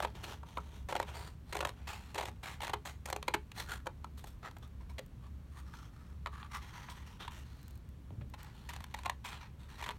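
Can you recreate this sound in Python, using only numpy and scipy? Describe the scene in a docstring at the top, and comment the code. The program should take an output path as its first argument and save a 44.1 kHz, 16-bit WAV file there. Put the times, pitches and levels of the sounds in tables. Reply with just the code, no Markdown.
"""Short crunches, close to a single microphone: small scissors cut corrugated cardboard just above a
wooden table, in a small, quiet room with a low hum. Each closing stroke crushes a run of flutes;
between strokes the blades slide on through the slit. The tips snap shut, the scissors are drawn out,
the sheet is turned, scraped and knocked, the table booms softly, and a second, gentler cut begins."""
import sys
import numpy as np
from scipy import signal
from scipy.fft import rfft, irfft
from scipy.io import wavfile

SR = 44100
rng = np.random.default_rng(int(sys.argv[2]) if len(sys.argv) > 2 else 0)


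def inscribe(sig):
    """Save sig as 16-bit PCM at rate SR to the path in sys.argv[1].

    A 1-D sig is mono; a 2-D sig holds one channel per row.
    Samples are clipped to [-1, 1] before scaling.
    """
    pcm = np.round(np.clip(np.atleast_2d(sig).T, -1, 1) * 32767)
    wavfile.write(sys.argv[1], SR, pcm.astype(np.int16))


N = 440118
TREBLE_HZ = 4500
# closing strokes: start_s, length_s, shear_db, crunch_bass_db, crunch_treble_db, sheet_hz
STROKES = [(0, 0.054, -51.5, -3.5, -5, 864), (0.883, .14, -54, -2.5, -4.5, 865),
           (1.522, .17, -56, -2, -3, 740), (2.143, 0.16, -59, -3, -3.5, 830),
           (2.603, 0.07, -49, -8.5, -4.5, 850), (3.052, 0.084, -62, -3, 1, 810),
           (3.218, .12, -72, -5, -3.5, 1030), (8.689, 0.049, -51.5, -15, -4, 960),
           (8.798, 0.31, -67.5, -14, -5, 1004), (9.779, 0.13, -54, -11, -8.5, 925)]


def undb(db):
    """Decibels to gain."""
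    return 10 ** (np.asarray(db) / 20)


def unit(x):
    """Scale to rms 1."""
    return x / np.sqrt(np.mean(x ** 2) + 1e-24)


def band(x, hz, width):
    """One resonance, gain 1 at its centre."""
    hz = min(hz, .45 * SR)
    return signal.lfilter(*signal.iirpeak(hz, hz / width, fs=SR), x)


def butter(x, hz, kind, order=4):
    """Butterworth filter."""
    return signal.sosfilt(signal.butter(order, hz, kind, fs=SR, output="sos"), x)


def colour(x, points, size=2048):
    """Minimum-phase filter through (Hz, dB) points, falling 12 dB an octave below the first."""
    hz, db = np.transpose(points)
    freq = np.maximum(np.arange(size // 2 + 1) * SR / size, 1)
    gain_db = np.interp(np.log(freq), np.log(hz), db) - 12 * np.maximum(np.log2(hz[0] / freq), 0)
    cepstrum = irfft(np.log(undb(gain_db)))
    cepstrum[1:size // 2] *= 2
    cepstrum[size // 2 + 1:] = 0
    return signal.fftconvolve(x, irfft(np.exp(rfft(cepstrum))))[:len(x)]


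def balance(x, levels_db):
    """Bring each band of a hit to its level, taken as rms over 10 ms."""
    # bass, body, bite and treble: low_hz, high_hz
    band_edges = [(250, 650), (650, 1600), (1600, 4500), (4500, 15000)]
    power = 2 * abs(rfft(x)) ** 2 / len(x) / (SR / 100)
    hz = np.arange(len(power)) * SR / len(x)
    points = []
    for (low, high), db in zip(band_edges, levels_db):
        gain_db = db - 10 * np.log10(power[(hz >= low) & (hz < high)].sum() + 1e-20)
        points += [(low * 1.22, gain_db), (high / 1.15, gain_db)]
    return colour(x, points)


def envelope(t, attack, hold, sag_db, release_s):
    """A movement gathers speed, drops by sag_db while it lasts, then dies away."""
    rise = np.clip(t / max(attack, .002), 0, 1) ** 2
    sag = undb(-sag_db * np.clip((t - attack) / max(hold, .002), 0, 1))
    return rise * sag * np.exp(-np.maximum(t - attack - hold, 0) / release_s)


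def tail(t, t60):
    """Dying noise of unit energy."""
    ring = rng.standard_normal(len(t)) * np.exp(-np.log(1000) * t / t60)
    return ring / np.linalg.norm(ring)


def fibres(count, per_s, spread_db):
    """Paper fibres snap at random, with unequal force."""
    snaps = (rng.random(count) < per_s / SR) * rng.choice([-1, 1], count)
    return unit(snaps * undb(spread_db * np.minimum(rng.exponential(size=count), 5)))


def sheet(force):
    """A force on the cardboard plus the resonances that it rings."""
    # resonances of sheet and blades: pitch_hz, width_hz, level_db
    sheet_modes = [(356, 9, 4), (415.5, 17, 6), (491, 64, -17), (882, 120, -5), (1210, 55, -23),
                   (1710, 87, -26), (2580, 300, -29), (3236, 104, -14.5), (4105, 34, -7.5), (6800, 67, -33),
                   (9000, 740, -15)]
    return force + sum(undb(db) * band(force, hz, width) for hz, width, db in sheet_modes)


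def fractures(rows, rise_ms, ring_db, flutter_db, flutter_t60, tear_db, tear_ms):
    """Each hit is a few milliseconds of dense snapping that shakes the sheet."""
    # tone of crushed board: frequency_hz, gain_db
    crunch_colour = [(160, -17), (280, -12), (343, -7.5), (457, -11.5), (498, -4.5), (931, 9), (1420, 4),
                     (1800, 4), (4060, -4.5), (5420, -21), (6750, -19.5), (15000, -30), (16000, -51)]
    out, t = np.zeros(N + SR), np.arange(4096) / SR
    for start_s, db, bass_db, bite_db, treble_db, sheet_hz, length_ms in rows:
        push = (1 - np.exp(-t * 1000 / rise_ms)) * np.exp(-(t * 1000 / length_ms) ** 3)
        crush = fibres(len(t), per_s=15000, spread_db=1.5) * push
        # a few last fibres tear after the board has given way
        tear = fibres(len(t), per_s=1400, spread_db=12) * undb(tear_db) * np.exp(-t * 1000 / tear_ms)
        direct = colour(sheet(crush + tear), crunch_colour)
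        # the free part of the sheet rings at a pitch set by how it is bent
        direct += undb(ring_db) * band(direct, sheet_hz, sheet_hz / 6)
        # bending waves run on through the board; the treble dies at once
        flutter = signal.fftconvolve(direct, tail(t, flutter_t60))[:len(t)]
        flutter = butter(flutter, 2500, "lowpass", order=2)
        hit = balance(direct + undb(flutter_db) * flutter, [bass_db, 0, bite_db, treble_db])
        start = int(start_s * SR)
        out[start:start + len(t)] += hit * undb(db)
    return out[:N]


def crunches():
    """Snaps take the tone of their stroke; harder ones are duller, lesser ones fall at random."""
    # louder snaps: flutes giving way, and the blade tips snapping shut as the first cut ends
    # start_s, level_db, brightness_db, length_ms
    loud_snaps = [(.002, -36.5, -8.5, 3.4), (.024, -39, -3, 8.1), (0.034, -42, -7, 3.2),
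                  (.0475, -32.5, -9, 6.5), (.886, -44.5, -3.5, 9.8), (.895, -44, -2.5, 21),
                  (.924, -36, -8.5, 7), (.952, -35, -9, 5.5), (0.962, -37.5, -3.5, 8.5),
                  (0.9994, -32, -8.5, 3.3), (1.027, -46, -1.5, 5.5), (1.525, -44, 1.5, 11),
                  (1.551, -39, -6, 7.5), (1.567, -44, 1.5, 6.2), (1.59, -45, -5, 2.8),
                  (1.605, -38, -1, 8.5), (1.626, -39, -12, 9.2), (1.6492, -35, -2, 5.8),
                  (1.671, -45.5, -4, 3.6), (1.691, -47.5, -0.5, 4), (2.145, -50, 2, 4.1),
                  (2.153, -41.5, -4, 14.7), (2.179, -39.5, -1, 9.1), (2.187, -40.5, -4, 7.1),
                  (2.196, -41.5, -6, 7), (2.209, -40.5, -3.5, 7.6), (2.227, -42, -5, 14.5),
                  (2.254, -48.5, 2, 4.8), (2.261, -52, -2, 23), (2.284, -48, -4, 3.1),
                  (2.615, -46.5, -9, 9.8), (2.63, -41, -4.5, 11), (2.644, -44.5, 0.5, 10),
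                  (2.679, -46, -1, 2.1), (2.668, -47, 0, 7.4), (2.694, -40, -6, 9.2),
                  (2.733, -32, -6.5, 11), (3.056, -49.5, 3.5, 8.6), (3.073, -51, -9, 11),
                  (3.085, -47, -9, 10), (3.1, -43.5, -2.5, 3.9), (3.1267, -38.5, -2.5, 4.7),
                  (3.162, -40.5, -6.5, 3.7), (3.227, -48, 0.5, 2.9), (3.2794, -32, -3, 8),
                  (3.3381, -29.5, -2, 12.5), (8.689, -49.5, 3.5, 8.5), (8.762, -51.5, 0, 4.6),
                  (8.804, -51.5, -4, 5.9), (8.84, -52.5, 2.5, 4), (8.941, -40.5, -2, 7.9),
                  (8.987, -50.5, -2.5, 6.5), (9.034, -57, 1, 2.3), (9.048, -45, -8, 18),
                  (9.0583, -37.5, -4, 1.85), (9.063, -36, -11, 2.8), (9.096, -35, -2, 4.8),
                  (9.824, -43, -3, 8), (9.838, -49.5, 5.5, 11.6), (9.861, -44.5, -1, 9.5),
                  (9.873, -51, -5, 11), (9.89, -39, -2, 1.1)]
    faint_crunch_db, dulling = -51.5, 0.22  # above this level, dB of treble lost per extra dB
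    flex_scatter = 0.048  # share by which bending detunes the sheet from snap to snap
    lesser_per_s, lesser_spread_db, lesser_ms = 35, 3, 8.3
    rows, starts = [], [stroke[0] for stroke in STROKES]
    for start_s, db, bright_db, length_ms in loud_snaps:
        stroke = max(np.searchsorted(starts, start_s + .02) - 1, 0)
        *_, bass_db, treble_db, sheet_hz = STROKES[stroke]
        treble_db += bright_db - dulling * (db - faint_crunch_db)
        bent_hz = sheet_hz * (1 + flex_scatter * rng.standard_normal())
        rows.append((start_s, db, bass_db, bright_db, treble_db, bent_hz, length_ms))
    for start_s, length_s, shear_db, bass_db, treble_db, sheet_hz in STROKES:
        for k, (jitter, size) in enumerate(zip(rng.random(16), rng.standard_normal(16))):
            after_s = (k + jitter) / lesser_per_s
            if after_s < length_s:
                db = shear_db + 0.5 + lesser_spread_db * size
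                rows.append((start_s + after_s, db, bass_db, 0, treble_db, sheet_hz, lesser_ms))
    return fractures(rows, rise_ms=.7, ring_db=3, flutter_db=-11.5, flutter_t60=.05,
                     tear_db=-20, tear_ms=9)


def friction(rows, per_s, spread_db, judder_db, judder_hz, rings_db, sag_db, release_s):
    """Fibres catch and let go under a moving edge; the grip judders, and each move has its own rings."""
    # tone of rubbed board: frequency_hz, gain_db
    rub_colour = [(300, -2), (420, -3.5), (650, 1.5), (880, 2), (1300, 1.5), (2000, -1.5), (3400, -7.5),
                  (4300, -11), (5000, -14), (6300, -15.5), (9000, -17.5), (12000, -17), (16000, -24)]
    # bass of the rubbing, lower while the sheet is held stiffly: time_s, gain_db
    rub_bass = [(0, 3.5), (1.5, 1.5), (2, -6), (5, 4.5), (5.7, -13), (6.5, -13.5), (7.2, -4), (9.9, -9.5)]
    ring_q, steel_q, steel_db = 10.7, 22.5, 4
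    out, t = np.zeros(N + SR), np.arange(SR // 2) / SR
    for start_s, attack_s, hold_s, db, treble_db, *rings_hz in rows:
        judder = unit(butter(rng.standard_normal(len(t)), judder_hz, "lowpass", order=2))
        force = fibres(len(t), per_s, spread_db) * undb(judder_db * judder)
        force += undb(-12) * fibres(len(t), per_s=250, spread_db=0.5)  # coarser fibres
        bass_db = np.interp(start_s, *np.transpose(rub_bass))
        rub = colour(sheet(force), rub_colour)
        rub = colour(rub, [(330, bass_db), (640, bass_db), (860, 0)])
        for hz, boost_db in zip(rings_hz, rings_db):
            rub += (undb(boost_db) - 1) * band(rub, hz, hz / ring_q)
        # narrow steel rings fall elsewhere with every grip
        for hz in 3040 * 2 ** (1.68 * rng.random(5)):
            rub += (undb(steel_db) - 1) * band(rub, hz, hz / steel_q)
        body = unit(butter(rub, TREBLE_HZ, "lowpass"))
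        treble = undb(treble_db) * unit(butter(rub, TREBLE_HZ, "highpass"))
        movement = envelope(t, attack_s, hold_s, sag_db, release_s)
        start = int(start_s * SR)
        out[start:start + len(t)] += undb(db) * (body + treble) * movement
    return out[:N]


def shearing(attack_s=0.0022, treble_db=-11.5):
    """The edges rub through the board for as long as a stroke closes."""
    rows = [(start_s, attack_s, length_s, db, treble_db, sheet_hz)
            for start_s, length_s, db, _, _, sheet_hz in STROKES]
    return friction(rows, per_s=7000, spread_db=3, judder_db=5, judder_hz=108,
                    rings_db=(4,), sag_db=4, release_s=0.049)


def room_tone():
    """Dull room noise and a wavering low hum, all around the microphone."""
    # tone of the room noise: frequency_hz, gain_db
    air_colour = [(34, -5), (115, -6.5), (200, -14), (376, -27), (750, -35.5), (1070, -34), (1450, -37.5),
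                  (2260, -41.5), (5310, -48), (7390, -52), (11000, -52), (16000, -55.5)]
    # narrow bands of hum: pitch_hz, width_hz, level_db
    hum_bands = [(39.1, 15, -79), (63.9, 12.7, -56), (70.2, 6.5, -54.5), (100.5, 4, -68.5)]
    air = undb(-52) * unit(colour(rng.standard_normal(N), air_colour, size=16384))
    for hz, width, db in hum_bands:
        hum = band(band(rng.standard_normal(N + SR), hz, width), hz, width)
        air += undb(db) * unit(hum[SR:])
    return air


def blade_slides():
    """The blades rub in the slit as they reopen or slide on."""
    # slides: start_s, attack_s, hold_s, level_db, treble_db, sheet_hz, edge_hz, steel_hz
    slides = [(.14, 0.01, 0.14, -56.5, -10, 880, 3170, 6060), (.22, .02, .01, -43.5, -8, 870, 2750, 6200),
              (.27, 0.0097, 0.057, -46, -10, 890, 3000, 6850),
              (.45, 0.016, 0.31, -61.5, -8.5, 930, 3140, 6510),
              (.72, 0.02, .06, -61, -6.5, 940, 2820, 6510),
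              (1.05, 0.031, 0.077, -51.5, -13, 900, 2820, 8500),
              (1.135, 0.014, 0.13, -50.5, -7.5, 940, 4470, 8600),
              (1.44, 0.062, 0.022, -60.5, -6, 790, 4180, 8740),
              (1.73, 0.045, 0.3, -65, -14, 790, 2520, 8740),
              (1.868, 0.0074, 0.072, -44, -9.5, 855, 2600, 7540),
              (1.96, .02, .14, -59.5, -7.5, 845, 2700, 7540),
              (2.425, 0.0091, 0.1, -46, -10, 754, 2200, 7900),
              (2.848, 0.0069, 0.038, -45, -6.5, 745, 2050, 6660),
              (3.53, 0.075, .005, -42, -5, 1320, 1820, 6000),
              (4.17, 0.008, 0.016, -58, -0.5, 1210, 3530, 12000),
              (4.23, 0.05, .01, -59, 0, 1220, 3500, 12000),
              (6.59, 0.035, 0.095, -55.5, -10, 1030, 1940, 5530),
              (6.72, 0.016, 0.14, -53, -11, 1000, 1890, 5700),
              (6.885, 0.017, 0.0062, -48.5, -4.5, 1000, 3380, 5670),
              (6.93, 0.025, 0.079, -56.5, -11, 1000, 1940, 6370),
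              (7.04, 0.025, 0.09, -59.5, -8, 940, 2740, 5620),
              (7.185, 0.022, 0.048, -47.5, -14, 1410, 3680, 5950),
              (7.295, 0.016, .11, -57, -6, 1840, 2800, 5900),
              (7.43, 0.028, 0.31, -67.5, -6, 1590, 4100, 6400),
              (8.37, 0.016, 0.11, -57, -12.5, 845, 1820, 4600),
              (8.48, 0.077, 0.22, -64, -7, 860, 3100, 4400), (8.95, .02, 0.04, -59, -9, 870, 3000, 4500),
              (9.237, 0.012, 0.049, -44, -9.5, 920, 2420, 7500),
              (9.31, 0.017, 0.037, -47.5, -14.5, 870, 3240, 7300),
              (9.39, 0.024, .035, -52, -17, 850, 2380, 5900),
              (9.58, 0.019, 0.058, -63, -8.5, 860, 3650, 7900),
              (9.68, 0.0084, 0.12, -58.5, -9.5, 870, 1800, 4230)]
    return friction(slides, per_s=14000, spread_db=2, judder_db=2.5, judder_hz=106,
                    rings_db=(4.5, 6, 5), sag_db=5, release_s=0.029)


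def sheet_knocks():
    """Sheet and scissors knock together."""
    # knocks: start_s, level_db, bass_db, bite_db, treble_db (all three re level), sheet_hz, length_ms
    knocks = [(0.43, -49.5, -11, -17, -23, 900, 7.5), (0.571, -38.5, -6, -8, -23, 980, 5.8),
              (0.578, -38.5, -11, -38, -23, 960, 8.5), (3.516, -58.5, -23, 6, 0, 1890, 4.4),
              (3.858, -49, -8, -17, -14, 850, 6), (3.8675, -38, -2.5, -7, -14.5, 850, 7.5),
              (4.043, -43.5, -16, -13.5, -17, 1270, 5), (4.24, -50, -7, -7.5, -7.5, 840, 6.7),
              (4.511, -62, -26, -2, -2, 1270, 3.1), (4.566, -54, -6, -6, -13, 678, 5.6),
              (4.982, -55, 4, 7.5, -1, 655, 5.6), (4.99, -53.5, 10, 5.5, 2, 533, 5.5),
              (5.737, -51, -38, -6.5, -18, 1310, 6.6), (6.26, -39.5, -13, -4, -16.5, 1200, 2.2),
              (6.268, -43, -9.5, -5.5, -18, 1180, 8.5), (6.428, -50.5, -33, -2.5, -30, 1260, 4),
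              (6.777, -53, -14, -5, -13, 920, 5.7), (6.884, -49, -17, -3, -30, 920, 12),
              (7.278, -42, -39, -7, -17.5, 980, 5.6), (8.105, -60.5, 3, -11, -23, 650, 2.3),
              (8.21, -60, 3, -0.5, -22, 595, 14), (8.337, -48.5, -11, -4.5, -12, 800, 11)]
    return fractures(knocks, rise_ms=1, ring_db=0, flutter_db=-11, flutter_t60=.04,
                     tear_db=-24, tear_ms=7)


def sheet_scrapes():
    """Hand or scissors scrape over the sheet as it is turned."""
    # scrapes: start_s, attack_s, hold_s, level_db, treble_db, low_ring_hz, mid_ring_hz, high_ring_hz
    scrapes = [(3.655, 0.069, 0.029, -40, -9.5, 1440, 1715, 3320),
               (4.41, 0.038, 0.04, -46, -18.5, 1290, 1910, 5710),
               (4.61, 0.028, 0.0044, -52.5, -10, 1210, 3440, 5710),
               (4.8, 0.01, .003, -56, -18, 1000, 2300, 5260),
               (4.89, 0.0075, .003, -51, -11, 1000, 2330, 5260),
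               (5.19, 0.062, 0.024, -59.5, -15.5, 1120, 3220, 8880),
               (5.48, 0.11, 0.012, -53, -9, 1180, 1830, 8950),
               (5.62, 0.054, 0.14, -64, -7.5, 1230, 1750, 5340),
               (5.73, 0.026, 0.12, -56, -9, 1280, 3250, 5370), (5.9, 0.04, 0.2, -66, -10, 1290, 1780, 5340),
               (6.29, 0.047, 0.13, -51, -17.5, 1170, 1740, 6900),
               (6.49, 0.058, 0.024, -41, -12, 1170, 2010, 5400)]
    return friction(scrapes, per_s=14000, spread_db=2.5, judder_db=3.5, judder_hz=92,
                    rings_db=(13, 7, 6), sag_db=6, release_s=0.019)


def blade_ticks():
    """The steel edges catch on each other with tiny bright clicks."""
    # catches: start_s, strength_db
    ticks = [(4.585, -47), (4.677, -53), (4.9356, -59), (5.0624, -48), (7.571, -57), (7.6151, -54),
             (7.63, -46), (7.681, -42), (7.708, -45.5), (7.7555, -48.5), (7.776, -51), (7.89, -50.5),
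             (8.2995, -49), (8.3893, -58), (8.431, -39), (8.446, -48)]
    clicks = np.zeros(N)
    for start_s, db in ticks:
        clicks[int(start_s * SR)] = undb(db + 10)
    ring = tail(np.arange(SR // 20) / SR, t60=0.011)
    return butter(signal.fftconvolve(clicks, ring)[:N], 1700, "highpass", order=2)


def table_bump(start_s=8.09, level_db=-49):
    """A soft push sets the table top booming."""
    push = envelope(np.arange(N) / SR - start_s, attack=0.013, hold=0.15, sag_db=-1.5, release_s=0.012)
    boom = band(band(rng.standard_normal(N), hz=115, width=81), hz=120, width=85)
    return undb(level_db) * push * unit(boom)


def room(x, wet_db, t60, treble_wet_db, treble_t60):
    """The near walls answer within a few milliseconds; the treble is fainter and lingers longer."""
    t = np.arange(SR // 2) / SR
    response = undb(wet_db) * butter(tail(t, t60), TREBLE_HZ, "lowpass")
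    response += undb(treble_wet_db) * butter(tail(t, treble_t60), TREBLE_HZ, "highpass")
    return x + signal.fftconvolve(x, response * np.minimum(t / 0.0046, 1))[:N]


def scene():
    """Cutting and handling close up, the room faint behind them, in mono."""
    air = room_tone()
    work = blade_ticks() + table_bump() + blade_slides() + sheet_scrapes()
    work += shearing() + sheet_knocks() + crunches()
    return (room(work, wet_db=-12, t60=0.15, treble_wet_db=-22.5, treble_t60=0.28) + air)[None]


def record(dry):
    """The microphone loses the deepest bass and the very top; its port hollows two treble bands."""
    # hollows of the port: centre_hz, width_hz, depth_fraction
    port_dips = [(4970, 510, 0.41), (10480, 720, 0.55)]
    dry = butter(dry, 35.6, "highpass", order=6)
    for hz, width, depth in port_dips:
        dry = dry - depth * band(dry, hz, width)
    return signal.sosfilt(signal.ellip(10, .2, 70, 16200, fs=SR, output="sos"), dry)


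dry = scene()
out = record(dry)
inscribe(out)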